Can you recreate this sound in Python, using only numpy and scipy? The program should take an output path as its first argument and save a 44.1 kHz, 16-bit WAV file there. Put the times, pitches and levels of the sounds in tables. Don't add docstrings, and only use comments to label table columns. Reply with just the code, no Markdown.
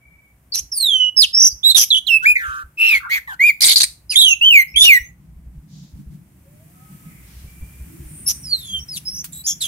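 import sys
import numpy as np
from scipy import signal
from scipy.fft import rfft, irfft, next_fast_len
from scipy.io import wavfile
from scipy.ndimage import uniform_filter1d

SR = 44100
rng = np.random.default_rng(int(sys.argv[2]) if len(sys.argv) > 2 else 0)


def int16_out(signal):
    q = np.round(np.clip(np.atleast_2d(signal).T, -1, 1) * 32767)
    wavfile.write(sys.argv[1], SR, q.astype(np.int16))


N = 426447
TIME = np.arange(N) / SR
CUTOFF_HZ = 15700


# attack_s, release_s, whistle_db, swell_db (end against
# start), overtones_db, rasp_db, harshening_db (end against start), left_minus_right_db, left_lead_radians.
GLIDES = [(0.528, 0.562, 3700, 5750, 4.5, 0.026, .004, -18.5, 7, -39.5, -20.5, 17, -10, 1.5),
          (0.557, 0.604, 5550, 6120, -1.5, 0.0027, 0.0061, -21.5, 3, -45, -23.5, 0, -3.5, 1.55),
          (0.716, 0.792, 5730, 4390, 1.16, 0.0081, 0.0048, -20.5, -5.5, -24.5, -45, 28, -6.5, 0.8),
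          (0.796, 0.917, 4445, 3265, 0.25, 0.0076, 0.0072, -15, 4, -26, -46.5, -20.5, -6, 0),
          (0.909, 1.1, 3348, 2928, 3.5, 0.0056, 0.0053, -14, -5.5, -38, -62.5, -20, -8, -1),
          (1.164, 1.221, 5405, 4726, -0.3, 0.0075, 0.0035, -8.5, 2.5, -23, -31.5, 19.5, -11.5, 2.5),
          (1.215, 1.254, 4770, 2476, 0.45, 0.0028, 0.008, -9.5, -5.5, -29, -19.5, -6, -1.5, 1.5),
          (1.329, 1.491, 5130, 5934, 1.33, 0.02, 0.019, -8.5, 7, -32.5, -31.5, 33, -3.5, 1.52),
          (1.63, 1.725, 3274, 3892, 8, 0.038, 0.0048, -6, -8, -22.5, -31, 7.5, -7.5, 4),
          (1.745, 1.791, 3835, 3270, -0.5, 0.0049, 0.0022, -12.5, -17.5, -26.5, -14, 12, -13.5, 4),
          (1.903, 1.992, 4280, 3173, 7, 0.0052, 0.0049, -11.5, -9.5, -31.5, -37, 11.5, -5.5, 4.5),
          (2.066, 2.184, 4480, 2627, 8, 0.0041, 0.013, -10, 14.5, -32, -44, 0.5, -11.5, 0.36),
          (2.219, 2.261, 1402, 2096, -3, 0.011, 0.0023, -20.5, 12.5, -48, -38.5, 8.5, 1, 3),
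          (2.254, 2.336, 2028, 2473, 9, 0.006, 0.019, -7.5, -2.5, -26.5, -41.5, 3.5, -2, -1.5),
          (3.273, 3.35, 2010, 1426, 1, 0.0026, 0.006, -30.5, -1, -50, -44.5, 1.5, -0.5, -2.5),
          (4.094, 4.156, 5033, 2000, -4.5, 0.013, 0.045, -26.5, -34, -24.5, -20.5, 16.5, -4.5, -1.5),
          (4.758, 4.811, 3085, 3442, 5, 0.004, 0.0053, -9.5, 0, -18.5, -28, 7.5, -6.5, -2.5),
          (4.806, 4.86, 3364, 3670, 1.5, 0.0033, 0.0087, -7, -5.5, -18.5, -15.5, 1.5, -2.5, -4),
          (4.837, 4.886, 3006, 2790, -0.5, .008, .004, -9.5, 3.5, -20, -18, -8.5, 0, -3.5),
          (4.878, 4.985, 2832, 1911, 2.5, 0.0023, 0.0074, -8, -7.5, -22, -32.5, -6.5, -2.5, 2.0),
          (8.259, 8.29, 5550, 5320, 2.5, 0.0091, 0.0032, -24, 9, -14, -29.5, 22, -2.5, 1.5),
          (8.286, 8.32, 5500, 6010, 3.5, 0.0037, 0.0095, -19, -4, -20.5, -16, 7, -3, -0.3),
          (8.423, 8.799, 5880, 3077, 2.5, 0.037, 0.00244, -39, -19.5, -39, -46.5, 1, -3.5, -1.5),
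          (8.883, 8.983, 5340, 2500, -3, 0.0042, 0.0027, -32.5, -3, -37.5, -44.5, 32.5, 2, -1.5),
          (9.05, 9.222, 5130, 6070, -0.5, 0.0058, 0.008, -33, 13.5, -39, -50, -1, -2.5, -2),
          (9.32, 9.426, 3770, 3950, 0.5, 0.0066, 0.0075, -47, 5, -32.5, -52.5, -4.5, -4, 1),
          (9.434, 9.471, 4220, 5420, 1, .01, 0.0034, -32, 25.5, -40, -37.5, 17, 1, 3.5),
          (9.604, 9.673, 4320, 3140, 1.6, 0.01, 0.0034, -24, -2.5, -23, -27.5, -5.5, -7, 5.5)]
# start_s, length_s, from_hz, top_hz, to_hz, rise_s, bend of the fall (no unit), then the delivery.
ARCHES = [(2.354, 0.28, 2150, 2225, 1419, 0.0042, 19.8, 0.0018, 0.0097, -26.5, -4.5, -46, -50, -9, -1.5, 4),
          (2.772, 0.22, 2598, 2710, 2054, 0.1, 2.33, 0.054, 0.031, -10.5, -2.5, -39, -23.5, 6, -1, -1.33),
          (3.092, 0.1, 1791, 2264, 1760, 0.054, 0.6, 0.03, 0.019, -16.5, -3, -33, -25.5, -1.5, -1, 1.9),
          (3.392, 0.12, 1910, 2453, 2006, 0.087, 0.58, 0.015, 0.012, -9, 4, -28.5, -32.5, 11, -2, 0.57),
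          (4.155, 0.18, 3207, 3756, 2701, 0.037, 3.4, 0.0044, 0.0028, -9, -8, -21, -33.5, -20, -6.0, 4),
          (4.41, 0.22, 2583, 3111, 2070, 0.069, 4.73, 0.0063, 0.0031, -9, 0, -28.5, -40, 13.5, -2, 2.0)]
# start_s, length_s, pitch_hz, then the delivery.
SCREECHES = [(1.760, 0.09, 5900, 0.019, 0.016, -15, -15, -22.5, -8.5, -3, -17.5, 0.66),
             (3.606, 0.0073, 4300, .002, 0.0028, -23.5, 0.5, -32.5, -12, -1.5, -5, 2),
             (3.615, 0.14, 4212, 0.003, 0.028, -17.5, 3, -35.5, -7, -6, -8, 4.5),
             (3.758, 0.041, 4440, .002, 0.0033, -16.5, -30, -25.5, -10.5, -17.5, 4, 2.3),
             (3.799, 0.028, 4400, 0.0066, 0.0062, -16.5, -9, -27.5, -6.5, -5, 2, 1.07),
             (3.831, 0.016, 4394, 0.0016, 0.0068, -25.5, -3, -24.5, -5, -2.5, -15, 1.04),
             (9.463, 0.075, 6300, 0.007, 0.012, -20, -14, -33, -25.5, -16, 0, 1.23)]


def bird():
    glides = [(start, end - start, *rest) for start, end, *rest in GLIDES]
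    voices, breaths = zip(
        sing(glides, glide, breath_db=-8.5, rasp_width_hz=480, half_db=-7.5),
        sing(ARCHES, arch, breath_db=-15.5, rasp_width_hz=280, half_db=-9.0),
        sing(SCREECHES, screech, breath_db=-12.0, rasp_width_hz=360, half_db=-9.5, rattles=True))
    air_noise = sum(breaths) * diffuse_noise(RASP_HIGH_NOTES)
    return sum(voices) + air_noise + extra_tones()


# time_s, half_width_s, change_db.
ACCENTS = [(0.758, 0.019, -16.5), (2.145, 0.019, 3), (2.365, 0.013, 15), (4.336, 0.008, 13),
           (4.564, 0.023, 6), (4.912, 0.023, 2.5), (8.536, 0.022, 22.5), (8.757, 0.058, 25),
           (9.077, 0.0188, 16.5)]


def sing(notes, contour, breath_db, rasp_width_hz, half_db, rattles=False):
    voice, breath = np.zeros((2, N)), np.zeros(N)
    for start, length, *shape, attack_s, release_s, whistle_db, swell_db, overtone_db, rasp_db, \
            harshen_db, pan_db, lead in notes:
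        span, age, gate = during(start, length, attack_s, release_s)
        t = TIME[span]
        whistle_db, overtone_db, rasp_db = loudness(
            age / length, whistle_db, swell_db, overtone_db, rasp_db, harshen_db)
        for accent_s, width_s, change_db in ACCENTS:
            distance = (t - accent_s) / width_s
            whistle_db = whistle_db + change_db * np.exp(-np.minimum(distance ** 2, 20))
        pitch = contour(age, length, *shape)
        sound, air = syrinx(t, pitch, whistle_db, overtone_db, rasp_db, pan_db, lead, rasp_width_hz, half_db)
        if rattles:
            gate = gate * rattle(age)
        voice[:, span] += gate * sound
        breath[span] += gate * air
    return voice, from_db(breath_db) * breath


# frequency_hz, left_minus_right_db.
TREBLE_PAN = [(4400, -2), (8100, 0), (13000, 2.5)]


def syrinx(t, pitch, whistle_db, overtone_db, rasp_db, pan_db, lead, rasp_width_hz, half_db,
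           jitter_hz=220, jitter_rate_hz=700, shimmer=0.27, blur=2.3, blur_hz=55, grain_db=3.5, grain_hz=55):
    pitch = trilled(t, pitch)
    chaos = np.minimum(from_db(rasp_db - whistle_db), 1)
    wavering_hz = pitch + jitter_hz * chaos * flutter(jitter_rate_hz, len(t))
    phase = 2 * np.pi * np.cumsum(wavering_hz) / SR
    strength = 1 + shimmer * chaos * flutter(230, len(t))
    strength = strength / np.sqrt(1 + (shimmer * chaos) ** 2)

    whistle = np.array([from_db(pan_db) * np.sin(phase + lead), np.sin(phase)])
    whistle *= 2 * from_db(whistle_db) / np.sqrt(1 + from_db(pan_db) ** 2)

    blur = blur * from_db(overtone_db - whistle_db) ** 0.36
    whole = np.arange(2, 9)[:, None]
    overtone_level_db = partial_colour(OVERTONES_LOW_NOTES, OVERTONES_HIGH_NOTES, whole, pitch)
    overtone_weights = shares(overtone_level_db, whole * pitch)

    width_hz = rasp_width_hz * (.5 + chaos.mean())
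    halves = np.arange(1, 17)[:, None] / 2
    grain = grain_db * chaos * np.array([flutter(grain_hz, len(t)) for partial in halves])
    rasp_level_db = partial_colour(RASP_LOW_NOTES, RASP_HIGH_NOTES, halves, pitch)
    rasp_level_db = rasp_level_db + grain + half_db * (halves % 1 > 0)
    rasp_weights = shares(rasp_level_db, halves * pitch)

    ears = []
    for shift, side in ((lead, .5), (0, -.5)):
        overtones, rasp = 0, 0
        for k, weight in zip(whole, overtone_weights):
            aim = from_db(side * at_hz(TREBLE_PAN, k * pitch.mean()))
            clear = np.sqrt(2) * np.sin(k * (phase + shift))
            blurred = blur * narrow_noise(k * phase, k * blur_hz)
            overtones = overtones + aim * weight * (clear + blurred)
        for k, weight in zip(halves, rasp_weights):
            aim = from_db(side * at_hz(TREBLE_PAN, k * pitch.mean()))
            rasp = rasp + aim * weight * narrow_noise(k * phase, width_hz)
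        ears.append(from_db(overtone_db) * overtones / np.hypot(1, blur) + from_db(rasp_db) * rasp)
    return strength * (whistle + ears), strength * from_db(rasp_db) * np.sqrt(chaos)


# start_s, end_s, swings_per_s, swing_hz (each way).
TRILLS = [(0.546, 0.605, 26, 200), (3.617, 3.746, 59.5, 423), (9.465, 9.537, 135, 744),
          (1.699, 1.72, 41, 297), (4.205, 4.239, 81, 320), (1.399, 1.497, 44, 400),
          (1.93, 1.988, 42.5, 217.2), (2.333, 2.626, 118, 200), (2.78, 2.877, 108, 70),
          (3.094, 3.19, 200, 127), (4.16, 4.23, 32.8, 133.8), (9.147, 9.216, 55, 478.5)]
WAVER_SHARE, WAVER_PER_S, TRILL_UNEVENNESS = .005, 70, .17


def trilled(t, pitch):
    pitch = pitch * (1 + WAVER_SHARE * flutter(WAVER_PER_S, len(t)))
    for start, end, per_s, swing_hz in TRILLS:
        inside = (t > start) & (t < end)
        if inside.any():
            uneven_rate = per_s * (1 + TRILL_UNEVENNESS * flutter(per_s, len(t)))
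            cycles = np.cumsum(inside * uneven_rate) / SR
            pitch = pitch + swing_hz * inside * np.sin(2 * np.pi * cycles)
    return pitch


# frequency_hz, relative level_db (per Hz).
RASP_HIGH_NOTES = [(1200, -15), (2200, -9.5), (4300, 2.5), (6000, 5.5), (7800, 0), (8800, -7.5),
                   (9800, 6.5), (11000, 5), (12200, -4.5), (13300, -13.5), (15500, -17)]
RASP_LOW_NOTES = [(1200, -8), (2400, 0), (3600, 10.5), (5000, -2), (7000, -3), (9000, -11), (12500, 1),
                  (15000, -0.5)]
# frequency_hz, relative level_db.
OVERTONES_HIGH_NOTES = [(5900, 2), (7000, -2.5), (8800, -4.5), (10800, 5.5), (12500, -15.5), (15500, -14.5)]
OVERTONES_LOW_NOTES = [(3000, -1), (4700, -12), (6500, -2.5), (8800, -10.5), (12000, -2), (14500, 3)]
COLOUR_TURNS_HZ, COLOUR_TURN_SPAN_HZ = 2767, 260


def partial_colour(low_notes, high_notes, orders, pitch):
    high_share = np.clip((pitch.mean() - COLOUR_TURNS_HZ) / COLOUR_TURN_SPAN_HZ, 0, 1)
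    hz = orders * pitch
    colour_db = (1 - high_share) * at_hz(low_notes, hz) + high_share * at_hz(high_notes, hz)
    return colour_db + partial_drift(len(orders), len(pitch))


PARTIAL_DRIFT_DB, PARTIAL_DRIFT_PER_S = 4.5, 16


def partial_drift(count, size):
    return PARTIAL_DRIFT_DB * np.array([flutter(PARTIAL_DRIFT_PER_S, size) for partial in range(count)])


def shares(level_db, hz):
    weight = from_db(level_db) / (1 + (hz / CUTOFF_HZ) ** 20)
    return weight / np.sqrt(np.sum(weight ** 2, axis=0))


def bent(start, end, bend, u):
    return start + (end - start) * np.expm1(-bend * u) / np.expm1(-bend)


def glide(age, length, from_hz, to_hz, bend):
    return bent(from_hz, to_hz, bend, age / length)


def arch(age, length, from_hz, top_hz, to_hz, rise_s, bend):
    rising = top_hz + (from_hz - top_hz) * (1 - age / rise_s) ** 2
    falling = bent(top_hz, to_hz, bend, ((age - rise_s) / (length - rise_s)) ** 2)
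    return np.where(age < rise_s, rising, falling)


SCREECH_SAG_HZ_PER_S = 3300


def screech(age, length, hz):
    return hz - SCREECH_SAG_HZ_PER_S * (age - length / 2)


RATTLE_PER_S, RATTLE_DB = 115, 2.4


def rattle(age, unevenness=0.56):
    cycles = np.cumsum(RATTLE_PER_S * (1 + unevenness * flutter(60, len(age)))) / SR
    return from_db(RATTLE_DB * np.sin(2 * np.pi * cycles))


WHISTLE_BELLY_DB, HARSH_BELLY_DB = 2.5, 3.5


def loudness(u, whistle_db, swell_db, overtone_db, rasp_db, harshen_db):
    tilt, ends = u - .5, (2 * u - 1) ** 2
    whistle_db = whistle_db + swell_db * tilt - WHISTLE_BELLY_DB * ends
    harsh_db = harshen_db * tilt - HARSH_BELLY_DB * ends
    return whistle_db, overtone_db + harsh_db, rasp_db + harsh_db


# start_s, length_s, from_hz, to_hz, level_db.
EXTRA_TONES = [(0.52, 0.04, 4650, 4030, -20.5), (1.786, 0.044, 3350, 3100, -23.5),
               (3.612, 0.12, 2250, 2170, -24), (3.62, 0.092, 2020, 2290, -24.5),
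               (4.112, 0.044, 3040, 2030, -23), (3.03, 0.067, 1520, 1340, -29),
               (3, 0.079, 1450, 1020, -35.5), (3.275, 0.066, 1040, 880, -38),
               (1.5, .035, 4950, 4850, -30.5), (4.28, .06, 6200, 6500, -18),
               (4.8, 0.082, 6050, 5550, -22.5), (4.81, 0.16, 4650, 4150, -34.5),
               (4.74, 0.047, 2500, 2140, -24.5), (9.471, 0.06, 3350, 3350, -33)]


def extra_tones(half_width_hz=150):
    out = np.zeros((2, N))
    for start, length, from_hz, to_hz, level_db in EXTRA_TONES:
        span, age, gate = during(start, length)
        phase = 2 * np.pi * np.cumsum(from_hz + (to_hz - from_hz) * age / length) / SR
        out[:, span] += from_db(level_db) * gate * [narrow_noise(phase, half_width_hz) for ear in range(2)]
    return out


# frequency_hz, relative level_db (per Hz).
TICK_COLOUR = [(300, -42), (1300, -2.0), (5000, 2.0), (15000, 8)]


def cage_tick(at_s=9.243, level_db=-22.5, t60=0.076):
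    age = TIME - at_s
    fade = (age > 0) * from_db(level_db - 60 * np.abs(age) / t60)
    return fade * diffuse_noise(TICK_COLOUR)


# delay_s, left_db, right_db.
ECHOES = [(.0051, -22.5, -8), (.0094, -8, -16)]


def walls(x, t60=0.26, wet_db=-15.0, treble_db=0.0):
    early = sum(from_db([[left_db], [right_db]]) * delayed(x, s) for s, left_db, right_db in ECHOES)
    t = TIME[:SR // 2]
    tail = rng.standard_normal((2, len(t))) * from_db(-60 * t / t60) * (1 - np.exp(-t / 0.0014))
    tail = tail / np.sqrt(np.sum(tail ** 2, axis=1, keepdims=True))
    treble = x - low_pass(x, 15000, order=1)
    into_tail = x + from_db(treble_db) * treble
    return x + early + from_db(wet_db) * signal.fftconvolve(into_tail, tail, axes=1)[:, :N]


# start_s, end_s, from_hz, to_hz, level_db.
FAR_CALLS = [(0, 0.377, 2290, 2265, -51.5), (6.42, 6.952, 519, 849, -58), (6.701, 7.3, 1280, 1276, -58),
             (7.45, 7.95, 2334, 2430, -56), (4.67, 4.764, 4950, 5700, -49.5),
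             (4.98, 5.112, 5500, 6800, -45), (8.79, 8.85, 5450, 5900, -37)]


def far_calls(width_share=0.017):
    out = np.zeros((2, N))
    for start, end, from_hz, to_hz, level_db in FAR_CALLS:
        length = end - start
        span, age, gate = during(start, length, length / 10, length / 3)
        phase = 2 * np.pi * np.cumsum(np.linspace(from_hz, to_hz, len(age))) / SR
        ears = [narrow_noise(phase, width_share * from_hz) for ear in range(2)]
        out[:, span] += from_db(level_db) * gate * ears
    return out


# time_s, level_db (about the peak).
BUMPS = [(0.607, -36.5), (1.517, -35), (2.47, -33.5), (2.631, -37.5), (4.733, -30), (4.995, -33),
         (5.347, -33), (5.456, -33), (5.561, -32.5), (5.927, -31.5), (6.057, -32), (7.429, -26),
         (7.605, -25), (7.794, -27.5), (8.041, -33)]


def bumps(body_hz=60, rise_s=0.02, level_db=0.0):
    out = np.zeros(N)
    t = TIME[:SR // 3]
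    swell = (t / rise_s * np.exp(1 - t / rise_s)) ** 2
    for start, bump_db in BUMPS:
        at = int(start * SR)
        push = np.sin(2 * np.pi * body_hz * t) + 0.33 * flutter(73.02, len(t))
        out[at:at + len(t)] += from_db(bump_db + level_db) * swell * push
    return out


# start_s, length_s, centre_hz, half_width_hz, level_db.
NOISE_BANDS = [(5.67, 0.3, 5260, 1907, -51), (7.0, 0.41, 2200, 262, -54), (7.21, 0.38, 4000, 2600, -51.5),
               (7.829, .38, 310, 34.8, -45), (8.027, 0.6, 9070, 750, -37.5)]


def noise_bands():
    out = np.zeros((2, N))
    for start, length, hz, half_width_hz, level_db in NOISE_BANDS:
        span, age, gate = during(start, length, length / 4, length / 2)
        phase = 2 * np.pi * hz * age
        out[:, span] += from_db(level_db) * gate * [narrow_noise(phase, half_width_hz) for ear in range(2)]
    return out


# time_s, level_db.
DRONE_LEVEL = [(4.3, -66), (5.2, -51.5), (6.15, -40), (6.35, -58), (6.95, -42.5), (7.3, -51), (8.0, -47),
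               (9.67, -49.5)]
# frequency_hz, relative level_db (per Hz).
DRONE_COLOUR = [(90, -28.5), (140, 5.5), (185, 2.5), (230, -11), (310, -16), (450, -44)]


def drone(waver_db=3.0):
    level_db, = in_time(DRONE_LEVEL)
    return from_db(level_db + waver_db * flutter(9, N)) * diffuse_noise(DRONE_COLOUR)


# time_s, rumble_db, hiss_db.
RUMBLE_AND_HISS = [(0, -63.5, -68), (0.7, -59.5, -62.5), (4.4, -58, -63.5), (5.2, -56, -68),
                   (6.12, -59.5, -65), (6.35, -51, -61.5), (6.95, -53.5, -51), (7.5, -51.5, -50.5),
                   (8.1, -47, -48), (9.67, -54, -55)]
# time_s, pitch_hz, level_db.
HUM = [(0, 60.56, -61), (4.0, 59.55, -61), (5.3, 60.32, -52.5), (6.7, 60.6, -84), (7.3, 60.58, -43.5),
       (8.2, 69.3, -50.5), (9.67, 70.64, -56)]
# frequency_hz, relative level_db (per Hz).
RUMBLE = [(22, -17), (50, 2), (100, 5), (160, -0.5), (200, -7), (300, -5), (500, -25), (1500, -38)]
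HISS = [(300, 4), (700, -1), (1300, 4), (2300, 8), (4000, -4), (6800, 2.5), (9300, 8.5), (11500, 5),
        (14000, 10), (16000, 1)]
AIR = [(250, -3), (650, 4.5), (2300, -2), (4000, -17), (15000, -25)]


def background(octave_db=-10.5, waver_db=6.0, air_db=-68):
    rumble_db, hiss_db = in_time(RUMBLE_AND_HISS)
    hum_hz, hum_db = in_time(HUM)
    phase = 2 * np.pi * np.cumsum(hum_hz + 1.0 * flutter(9.3, N)) / SR
    hum_tone = np.sin(phase) + from_db(octave_db) * np.sin(2 * phase)
    hum = np.sqrt(2) * from_db(hum_db + waver_db * flutter(7.9, N)) * hum_tone
    rumble = from_db(rumble_db + 1.1 * flutter(2.3, N)) * diffuse_noise(RUMBLE)
    hiss = from_db(hiss_db) * diffuse_noise(HISS)
    air = from_db(air_db) * diffuse_noise(AIR)
    return hum + rumble + hiss + air


# frequency_hz, coherence (1 = identical).
LIKENESS = [(130, 1), (290, 0.7), (640, 0.96), (1400, 0.035)]


def diffuse_noise(spectrum):
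    size = next_fast_len(N)
    hz = np.linspace(0, SR / 2, size // 2 + 1)
    mid, side = rfft(rng.standard_normal((2, size))) * from_db(at_hz(spectrum, hz))
    alike = np.clip(at_hz(LIKENESS, hz), -1, 1)
    stereo = np.sqrt(1 + alike) * mid + np.sqrt(1 - alike) * side * [[1], [-1]]
    return rms_one(irfft(stereo)[:, :N])


def narrow_noise(phase, half_width_hz):
    size = phase.shape[-1]
    sine_part = np.sin(phase) * flutter(half_width_hz, size, order=4)
    cosine_part = np.cos(phase) * flutter(half_width_hz, size, order=4)
    return (sine_part + cosine_part) / np.sqrt(2)


def flutter(hz, size, order=2):
    length = next_fast_len(size)
    f = np.arange(length // 2 + 1) * SR / length
    slowed = rfft(rng.standard_normal(length)) / np.hypot(1, (f / hz) ** order)
    return rms_one(irfft(slowed, length)[:size])


def during(start, length, attack_s=0.0045, release_s=0.0067):
    span = slice(max(int(start * SR) + 1, 0), int((start + length) * SR))
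    age = TIME[span] - start
    gate = np.clip(age / attack_s, 0, 1) * np.clip((length - age) / release_s, 0, 1)
    return span, age, gate


def delayed(x, seconds):
    return np.array([np.interp(TIME - seconds, TIME, side, left=0) for side in x])


def low_pass(x, hz, order=2):
    return signal.sosfilt(signal.butter(order, min(hz, SR / 2 - 1), fs=SR, output="sos"), x)


def from_db(db):
    return 10 ** (np.asarray(db) / 20)


def rms_one(x):
    return x / np.sqrt(np.mean(x ** 2) + 1e-20)


def in_time(rows, t=TIME):
    s, *columns = np.transpose(rows)
    return [np.interp(t, s, c) for c in columns]


def at_hz(points, hz):
    f, value = np.transpose(points)
    return np.interp(np.log(np.maximum(hz, 1)), np.log(f), value)


def scene():
    return walls(bird() + cage_tick() + far_calls()) + background() + drone() + bumps() + noise_bands()


def record(dry, ceiling_db=2.5, release_db_per_s=260, lopsided=0.06, crackle_hz=300):
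    keep_crackle = signal.butter(3, crackle_hz, "high", fs=SR, output="sos")
    dry = dry + lopsided * signal.sosfilt(keep_crackle, dry ** 2)
    over_db = np.maximum(20 * np.log10(np.abs(dry).max(axis=0) + 1e-9) - ceiling_db, 0)
    held_db = np.maximum.accumulate(over_db + release_db_per_s * TIME) - release_db_per_s * TIME
    limited = dry * from_db(-uniform_filter1d(held_db, size=64))
    top_cut = signal.ellip(10, .1, 80, CUTOFF_HZ, fs=SR, output="sos")
    return signal.sosfilt(top_cut, np.clip(limited, -1, 1))


dry = scene()
out = record(dry)
int16_out(out)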